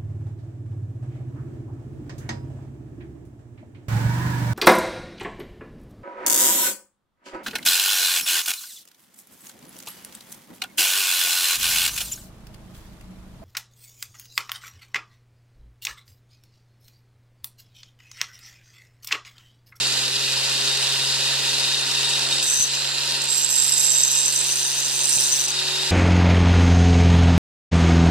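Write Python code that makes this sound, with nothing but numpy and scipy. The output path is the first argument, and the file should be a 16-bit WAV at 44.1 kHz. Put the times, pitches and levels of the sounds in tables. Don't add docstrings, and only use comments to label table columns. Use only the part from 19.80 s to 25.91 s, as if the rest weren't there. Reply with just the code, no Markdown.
import sys
import numpy as np
from scipy import signal
from scipy.fft import rfft, irfft, next_fast_len
from scipy.io import wavfile
from scipy.ndimage import uniform_filter1d, map_coordinates

SR = 44100
rng = np.random.default_rng(int(sys.argv[2]) if len(sys.argv) > 2 else 0)


def linear_from_db(decibels):
    return 10 ** (np.asarray(decibels, float) / 20)


def output_pcm(signal):
    pcm = np.clip(np.atleast_2d(signal).T, -1, 1) * 32767
    wavfile.write(sys.argv[1], SR, np.round(pcm).astype(np.int16))


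N = 269451

# t/s, speed/(turns/s)
SPEED = [(0, 132.2), (.8, 133.2), (1.6, 135.2), (2.6, 136.8), (2.9, 136.3), (3.4, 138.2), (3.95, 137.6),
         (4.6, 138.1), (5.6, 138.3), (5.9, 140.4), (6.11, 140.8)]
# t/s, gain/dB
GAIN = [(0, .5), (.05, 0.5), (.4, -1), (.6, 0), (2.57, 0), (2.65, -3.5), (2.82, -5), (2.95, -2),
        (3.35, -1.5), (3.55, -5), (4.25, -5), (4.76, -5), (5.67, -4.5), (5.8, -2), (6.0, -1.5), (6.11, -2)]
# t/s, share/1
LEAN = [(0, -0.083), (2.5, 0.09), (2.65, 0.76), (3.4, .6), (4.2, 1), (5.7, 1), (5.9, 0.26), (6.11, -0.44)]
# multiple/1, level/dB, left-right/dB
ORDERS = [(2, -10, 1), (2.66, -7, 7), (3, -2.5, -3.5), (4, -8, 2.5)]
# t/s, half length/s, level/dB
JIG_DAMPED = [(1.4, .75, -10), (2.84, 0.18, -5), (4.2, 0.18, -8), (3.75, 0.18, -5), (4.9, 0.36, -1.5)]
# f/Hz, density/dB
RUMBLE_L = [(25, -58), (70, -35), (200, -12.5), (400, -4), (900, -1), (1300, -6), (1900, 3.5), (2250, -8.5),
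            (2600, -36)]
RUMBLE_R = [(25, -58), (70, -5), (200, -8.5), (400, 0.5), (800, -5.5), (1150, -1), (1450, 4.5), (1900, 3.5),
            (2250, -1), (2600, -16.5)]
# f/Hz, density/dB
WHINE_L = [(2000, -27), (2300, -7.5), (2800, -3.5), (3150, -2), (3500, -4), (4600, 2), (5500, -3),
           (6500, -6.5), (7700, -13.5), (8000, -14), (8600, -30), (12300, -37), (12800, -51), (15500, -55)]
WHINE_R = [(2000, -36), (2300, -14), (2800, 1), (3150, -5), (3500, -0.5), (4300, 2), (5300, -8.5),
           (6400, -9.5), (6800, -4.5), (8200, -5), (10300, -12.5), (11300, -15.5), (13000, -19.5),
           (15500, -31)]
# multiple/1, left/dB, right/dB
MESH = (50, -9, -1)
# t/s, half length/s, level/dB
STUTTERS = [
    (.3, 0.12, -0.5),
    (2.045, 0.017, -3),
    (2.48, 0.017, -3.5),
    (3.13, 0.061, -3.5),
]
# f/Hz, width/Hz, left/dB, right/dB
CASING_RING = [(2513, 34, -43, -40), (2780, 65, -40.5, -42.5), (4050, 230, -58, -38),
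               (5110, 50, -37.5, -38.5), (4550, 380, -45.5, -38)]
JIG_RING = [(794, 65, -56.5, -56.5), (940, 30, -49.5, -52)]
GUARD_RING = [(3727, 44, -39, -41)]
HOVER_RING = [(4090, 130, -49.5, -41.5)]
# f/Hz, phase wander/rad, left/dB, right/dB
GUARD_HUM = (3733, 2.2, -41, -45)
# t/s, level/dB
GUARD_SHADE = [(0, 2.5), (.6, 4), (1.1, 4.5), (2.7, 8.5), (2.9, 1), (3.7, 2.5), (4.0, 6), (5.4, 2.5),
               (5.7, 7), (6.11, 6)]
# t/s, half length/s, level/dB
HOVER = [
    (3.1, 0.32, 12.4),
]
# t/s, f/Hz, level/dB
HAND = [(0, 7220, -33), (.35, 7500, -49), (.7, 8180, -42), (1.9, 8200, -47), (2.3, 7980, -37.5),
        (2.7, 7800, -36), (3.0, 7500, -35.5), (3.17, 7280, -35), (3.4, 6920, -61), (5.7, 7800, -36),
        (5.9, 7600, -52), (6.11, 7460, -35)]

# t/s, level/dB
TOUCH = [
    (2.615, -52),
    (2.63, -40.5),
    (2.84, -37.5),
    (2.9, -54),
    (2.93, -67),
    (2.952, -45),
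    (2.99, -68),
]
STROKE = [
    (3.4, -65),
    (3.415, -41),
    (3.83, -37.5),
    (4.18, -36),
    (4.61, -40),
    (5.2, -38),
    (5.45, -33.5),
    (5.705, -41),
    (5.73, -59),
]
# t/s, half length/s, level/dB
SKIPS = [(2.786, 0.0059, -7), (3.44, 0.045, -15), (3.68, 0.019, -8), (5.514, .006, -3), (5.593, .006, 2),
         (5.305, 0.0071, -2), (5.672, 0.0062, -17)]
# t/s, level/dB
BITES = [(2.797, -2.5), (3.419, 5), (3.44, 5), (3.454, 2), (3.69, 0), (3.705, 4), (5.523, 4), (5.612, 6),
         (5.682, -9)]
# t/s, half length/s, level/dB
LOW_NODES = [(2.63, 0.085, -9.5), (3.5, .18, -11), (3.92, .14, -12), (4.875, 0.036, -3),
             (5.122, 0.12, -3.5), (5.292, 0.024, -16), (5.415, 0.021, -9), (5.69, 0.045, -1)]
MAIN_NODES = [(2.83, .06, -4), (2.95, .05, -10), (4.9, 0.24, -12), (5.2, 0.081, -1.5), (5.55, 0.27, -9)]
HIGH_NODES = [(3.6, 0.25, -5), (4.18, 0.24, -9), (5.0, 0.12, -8), (5.3, 0.065, 1), (5.55, 0.16, -5)]
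TIP_DB = (18, 16.5, 0)
BODY_DB = (11, 15.5, 10)
# f/Hz, phase wander/rad, left/dB, right/dB
SQUEAL = [(6095, 1.9, 1, -10), (7552, 1.7, -16, 3), (8885, 2.2, -20, 0)]
# f/Hz, width/Hz, left/dB, right/dB
LOW_RING = [(6090, 70, -1, -16), (6462, 30, -14, -10)]
MAIN_RING = [(3900, 70, -22, -26), (5015, 70, -11, -16), (5290, 52, -12, -23), (7640, 91, -17, -2),
             (7800, 130, -33, -1.5)]
HIGH_RING = [(8300, 50, -28, -23), (8790, 190, -14, 2), (9360, 40, -34, -4)]
TIP_RING = [(7500, 170, -10, 1), (8040, 280, -17, 0.5), (9600, 220, -25, -7.5), (11100, 100, -32, -15),
            (12230, 200, -34, -12)]
# f/Hz, width/Hz, left/dB, right/dB
EARLY_RING = [(10280, 130, -10, 4), (10750, 61, -16, -2), (11300, 35, -22, -6), (11550, 43, -20, 2.5),
              (12200, 120, -22, 4), (13300, 98, -28, 0), (13800, 130, -29, -6), (14400, 68, -26, -5),
              (15100, 210, -25, -3)]
MIDDLE_RING = [(9970, 110, -14, 6), (11700, 59, -20, -2), (12200, 180, -20, -2), (13200, 140, -25, -2),
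               (14000, 270, -25, -1), (14500, 110, -20, 4)]
HEEL_RING = [(10200, 160, -22, 2), (12100, 60, -20, -12), (12100, 120, -18, -2), (13300, 100, -27, -2),
             (13900, 120, -25, -6), (14900, 90, -20, 1.5)]
# f/Hz, density/dB
SCRAPE_L = [(3000, -17.5), (4500, -2.5), (6000, 5), (7700, -9), (8300, -31), (9200, -20), (12300, -19),
            (13000, -27), (15500, -31)]
SCRAPE_R = [(3000, -20.5), (4500, -31), (5700, 3.5), (7600, 1), (9500, -5), (12300, -7.5), (13000, -13),
            (15500, -33)]
# t/s, level/dB
SPARKS = [
    (2.8, -32),
    (3.872, -39),
    (3.93, -47),
    (4.2, -46),
    (5.37, -33),
]

# f/Hz, likeness/1
ALIKE = [(60, 0.4), (140, 1), (300, 0.28), (700, 0.66), (1200, 0.42), (2700, 0.83), (5000, 0.43),
         (9000, 0.4)]
# f/Hz, level over local mean/dB
MASK_L = [(1900, -16), (2250, -6), (2600, -14), (3100, -9), (3600, -20), (7800, -20), (8400, 3), (9300, 0),
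          (12300, -1), (12800, 3), (15500, 4)]
MASK_R = [(1900, -16), (2250, -7), (2600, -14), (3100, -9), (3600, -24), (9500, -24), (11000, -5),
          (12300, -3), (12800, 1), (13600, -1), (15500, 0)]

HUM_DB, RUMBLE_DB, WHINE_DB = -41, -36, -25
HUM_DUCKS, WHINE_DUCKS = 1.1, 0.98
ARMATURE_DB, ARMATURE_DB_PER_TURN = -5, 1.27
THIRD_DB, LEAN_DAMPS_DB = -3.5, -10
JIG_RISES_DB = 0.83
TOUCH_END_S = 3.2
LEFT_LAG_S = 2 / SR


def unit(x):
    return x / np.sqrt(np.mean(x ** 2) + 1e-20)


def along(points, hz):
    f, v = np.transpose(points)
    return np.interp(np.log(hz + 1), np.log(f + 1), v)


def curves(rows):
    s, *cols = np.transpose(rows)
    return [np.interp(np.arange(N) / SR, s, c) for c in cols]


def dips(rows, edge):
    t = np.arange(N) / SR
    return sum(db * np.exp(-np.abs((t - s) / half) ** edge) for s, half, db in rows)


def wobble(rate_hz):
    coarse = np.arange(0, N + 32, 32)
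    knots = rng.standard_normal(int(N * rate_hz / SR) + 4)
    return np.interp(np.arange(N), coarse, map_coordinates(knots, [coarse * rate_hz / SR]))


def filtered(x, response):
    m = next_fast_len(N + 8192)
    return irfft(rfft(x, m) * response(np.fft.rfftfreq(m, 1 / SR)), m)[..., :N]


def heard(two, response):
    m = next_fast_len(N + 8192)
    hz = np.fft.rfftfreq(m, 1 / SR)
    a, b = rfft(two, m)
    turn = np.arccos(np.clip(along(ALIKE, hz), -1, 1)) / 2
    mid, side = a * np.cos(turn), b * np.sin(turn)
    return irfft(np.array([mid + side, mid - side]) * response(hz), m)[:, :N]


def patchy(patchy_db):
    z = signal.stft(rng.standard_normal((2, N)), nperseg=256)[2]
    field = uniform_filter1d(rng.standard_normal(z.shape[1:]), size=4, axis=0)
    field = uniform_filter1d(field, size=6, axis=1)
    return unit(signal.istft(z * linear_from_db(patchy_db * unit(field)), nperseg=256)[1][:, :N])


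def rush(left, right, patchy_db):
    spectra = lambda hz: linear_from_db(np.array([along(left, hz), along(right, hz)]))
    x = heard(patchy(patchy_db), spectra)
    return x / np.std(x.mean(0))


def ringing(modes):
    c, w, *ports_db = np.transpose(modes)
    gains = linear_from_db(ports_db) * (-1) ** np.arange(len(c)) * np.sqrt(SR / (np.pi * w))
    peaks = lambda f: 1j * f * w[:, None] / (c[:, None] ** 2 - f * f + 1j * f * w[:, None])
    return heard(rng.standard_normal((2, N)), lambda f: gains @ peaks(f))


def squeal(hz, wander_rad, l_db, r_db):
    phase = 2 * np.pi * hz * np.arange(N) / SR + wander_rad * wobble(60)
    return np.sqrt(2) * linear_from_db(np.array([[l_db], [r_db]]) + 1.9 * wobble(40)) * np.sin(phase)


def high_spot(turns, rise, steady, scatter_db):
    whole, part = np.divmod(turns, 1)
    size, length = rng.standard_normal((int(whole[-1]) + 1, 2))[whole.astype(int)].T
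    end = np.clip(1.21 + 0.5 * length, .4, 1)
    push = linear_from_db(scatter_db * size) * np.clip(part / rise, 0, 1) * np.clip((end - part) / 0.37, 0, 1)
    return unit(steady + uniform_filter1d(push, size=24))


def shaft_hum(turns, gain_db, speed):
    tone = lambda k: np.sqrt(2) * np.sin(2 * np.pi * k * turns + .1 * k * wobble(8))
    lean, = curves(LEAN)
    hum_db = HUM_DB + HUM_DUCKS * gain_db + .8 * wobble(4.52) + 0.45 * wobble(14)
    armature_db = ARMATURE_DB + ARMATURE_DB_PER_TURN * (speed - speed[0]) + dips(JIG_DAMPED, 1.4)
    third_db = THIRD_DB + LEAN_DAMPS_DB * lean
    hum = linear_from_db(hum_db) * tone(1) * linear_from_db(np.array([[.3], [-.3]]))
    for (k, db, pan_db), moved_db in zip(ORDERS, (0, armature_db, third_db, 0)):
        order_db = RUMBLE_DB + gain_db - 6.0 + db + moved_db + 1.9 * wobble(6)
        hum = hum + linear_from_db(order_db) * tone(k) * linear_from_db(np.array([[pan_db / 2], [-pan_db / 2]]))
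    return hum


def housing_rumble(gain_db):
    rumble_db = RUMBLE_DB + gain_db + 0.34 + 0.18 * wobble(25.94)
    return linear_from_db(rumble_db) * rush(RUMBLE_L, RUMBLE_R, patchy_db=1.58)


def gear_whine(turns, gain_db, speed):
    whine_db = WHINE_DB + WHINE_DUCKS * gain_db + dips(STUTTERS, 1.1) + 0.13 * wobble(13)
    rattle_db = 0.12 * wobble(45) + 0.27 * wobble(80)
    rattle = linear_from_db(rattle_db) * high_spot(turns, rise=0.16, steady=4.0, scatter_db=4.5)
    whine = linear_from_db(-26.5) * rush(WHINE_L, WHINE_R, patchy_db=0.97)
    casing = ringing(CASING_RING)
    jig = linear_from_db(JIG_RISES_DB * (speed - speed[0])) * ringing(JIG_RING)
    guard_db = curves(GUARD_SHADE)[0] + 0.81 * wobble(25)
    guard = linear_from_db(guard_db) * (ringing(GUARD_RING) + squeal(*GUARD_HUM))
    mesh_db = np.array(MESH[1:])[:, None] - 39.5 + 2.2 * wobble(5)
    mesh = np.sin(2 * np.pi * MESH[0] * turns + 0.6 * wobble(40)) * linear_from_db(mesh_db)
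    cavity = linear_from_db(dips(HOVER, 2.4)) * ringing(HOVER_RING)
    return linear_from_db(whine_db + 27.5) * rattle * (whine + casing + jig + guard + mesh + cavity)


def air_whistle():
    hz, db = curves(HAND)
    phase = 2 * np.pi * np.cumsum(hz) / SR
    band = wobble(600) * np.sin(phase) + wobble(600) * np.cos(phase)
    return unit(band) * linear_from_db(db + np.array([[-16], [5]]))


def grinder(turns):
    (gain_db,), (speed,) = curves(GAIN), curves(SPEED)
    motor = shaft_hum(turns, gain_db, speed) + housing_rumble(gain_db)
    return motor + gear_whine(turns, gain_db, speed) + air_whistle()


def blade_ring(pressure_db):
    touching = np.arange(N) / SR < TOUCH_END_S
    low_db, main_db, high_db = (
        pressure_db + np.where(touching, tip_db, body_db) + dips(nodes, 1.5) + 0.44 * wobble(22)
        for tip_db, body_db, nodes in zip(TIP_DB, BODY_DB, (LOW_NODES, MAIN_NODES, HIGH_NODES)))
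    low, main, high = (squeal(*mode) for mode in SQUEAL)
    main = np.where(touching, ringing(TIP_RING), main + ringing(MAIN_RING))
    rings = linear_from_db(low_db) * (low + ringing(LOW_RING)) + linear_from_db(main_db) * main
    return rings + linear_from_db(high_db) * (high + ringing(HIGH_RING))


def grit_scrape(pressure_db):
    t = np.arange(N) / SR
    slide = np.clip((t - 4.15) / 0.48, 0, 2)
    upper = 0
    for k, modes in enumerate((EARLY_RING, MIDDLE_RING, HEEL_RING)):
        upper = upper + np.sqrt(np.clip(1 - np.abs(slide - k), 0, 1)) * ringing(modes)
    upper_db = pressure_db + np.where(t < TOUCH_END_S, -8.0, -3.0)
    return linear_from_db(upper_db) * upper + linear_from_db(pressure_db + 7.5) * rush(SCRAPE_L, SCRAPE_R, patchy_db=3.0)


def blade(turns):
    t = np.arange(N) / SR
    lifted = lambda s: [(s, -90)]
    pressure_db, = curves(lifted(2.57) + TOUCH + lifted(3.02) + lifted(3.38) + STROKE + lifted(5.8))
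    bites = sum(linear_from_db(db) * (t > s) * np.exp(-np.abs(t - s) / 0.0029) for s, db in BITES)
    chatter = linear_from_db(dips(SKIPS, 4.7) + 0.16 * wobble(45))
    rub = chatter * high_spot(turns, rise=0.05, steady=0.38, scatter_db=3.0) + bites
    grit = chatter * high_spot(turns, rise=0.12, steady=0.51, scatter_db=2.5) + bites
    return rub * blade_ring(pressure_db) + grit * grit_scrape(pressure_db)


def sparks():
    t, taps = np.arange(SR // 20) / SR, np.zeros(N)
    for s, db in SPARKS:
        taps[round(s * SR)] = linear_from_db(db)
    push = np.sin(2 * np.pi * 120 * t) * np.exp(-t / 0.0024) * 6.0
    return signal.fftconvolve(taps, push)[:N] * np.array([[.08], [1]])


def scene():
    turns = np.cumsum(curves(SPEED)[0]) / SR
    return grinder(turns) + blade(turns) + sparks()


def thinned(x, uneven_db, floor_db):
    hz, _, z = signal.stft(x, SR, window="cosine", nperseg=2048)
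    power = np.abs(z) ** 2
    local = uniform_filter1d(uniform_filter1d(power, size=40, axis=1), size=7, axis=2)
    luck = uniform_filter1d(rng.standard_normal((2, 33, z.shape[2])), size=4, axis=2)
    mask_db = np.array([along(MASK_L, hz), along(MASK_R, hz)])[..., None]
    step_db = mask_db + uneven_db * unit(luck)[:, np.arange(len(hz)) // 32]
    floor = linear_from_db(2 * floor_db) * np.clip((hz - 14000) / 1200, 0, 2)[:, None] ** 2
    step = np.maximum(local * linear_from_db(2 * step_db), floor)
    keep = (uniform_filter1d(power, size=3, axis=1) > step) | (hz < 1900)[:, None]
    return signal.istft(z * keep, SR, window="cosine", nperseg=2048)[1][:, :N]


def roll_off(x):
    return signal.sosfilt(signal.butter(12, 15710, fs=SR, output="sos"), x)


def record(dry):
    lag = lambda hz: np.exp(-1j * np.pi * hz * LEFT_LAG_S * np.array([[1], [-1]]))
    late = filtered(dry, lambda hz: lag(hz) * (hz > 28) * hz / (hz + 40))
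    soft = late / (1 + np.abs(late / .52) ** 5) ** (1 / 5)
    mix = thinned(soft, uneven_db=3, floor_db=-66)
    return roll_off(mix)


dry = scene()
out = record(dry)
output_pcm(out)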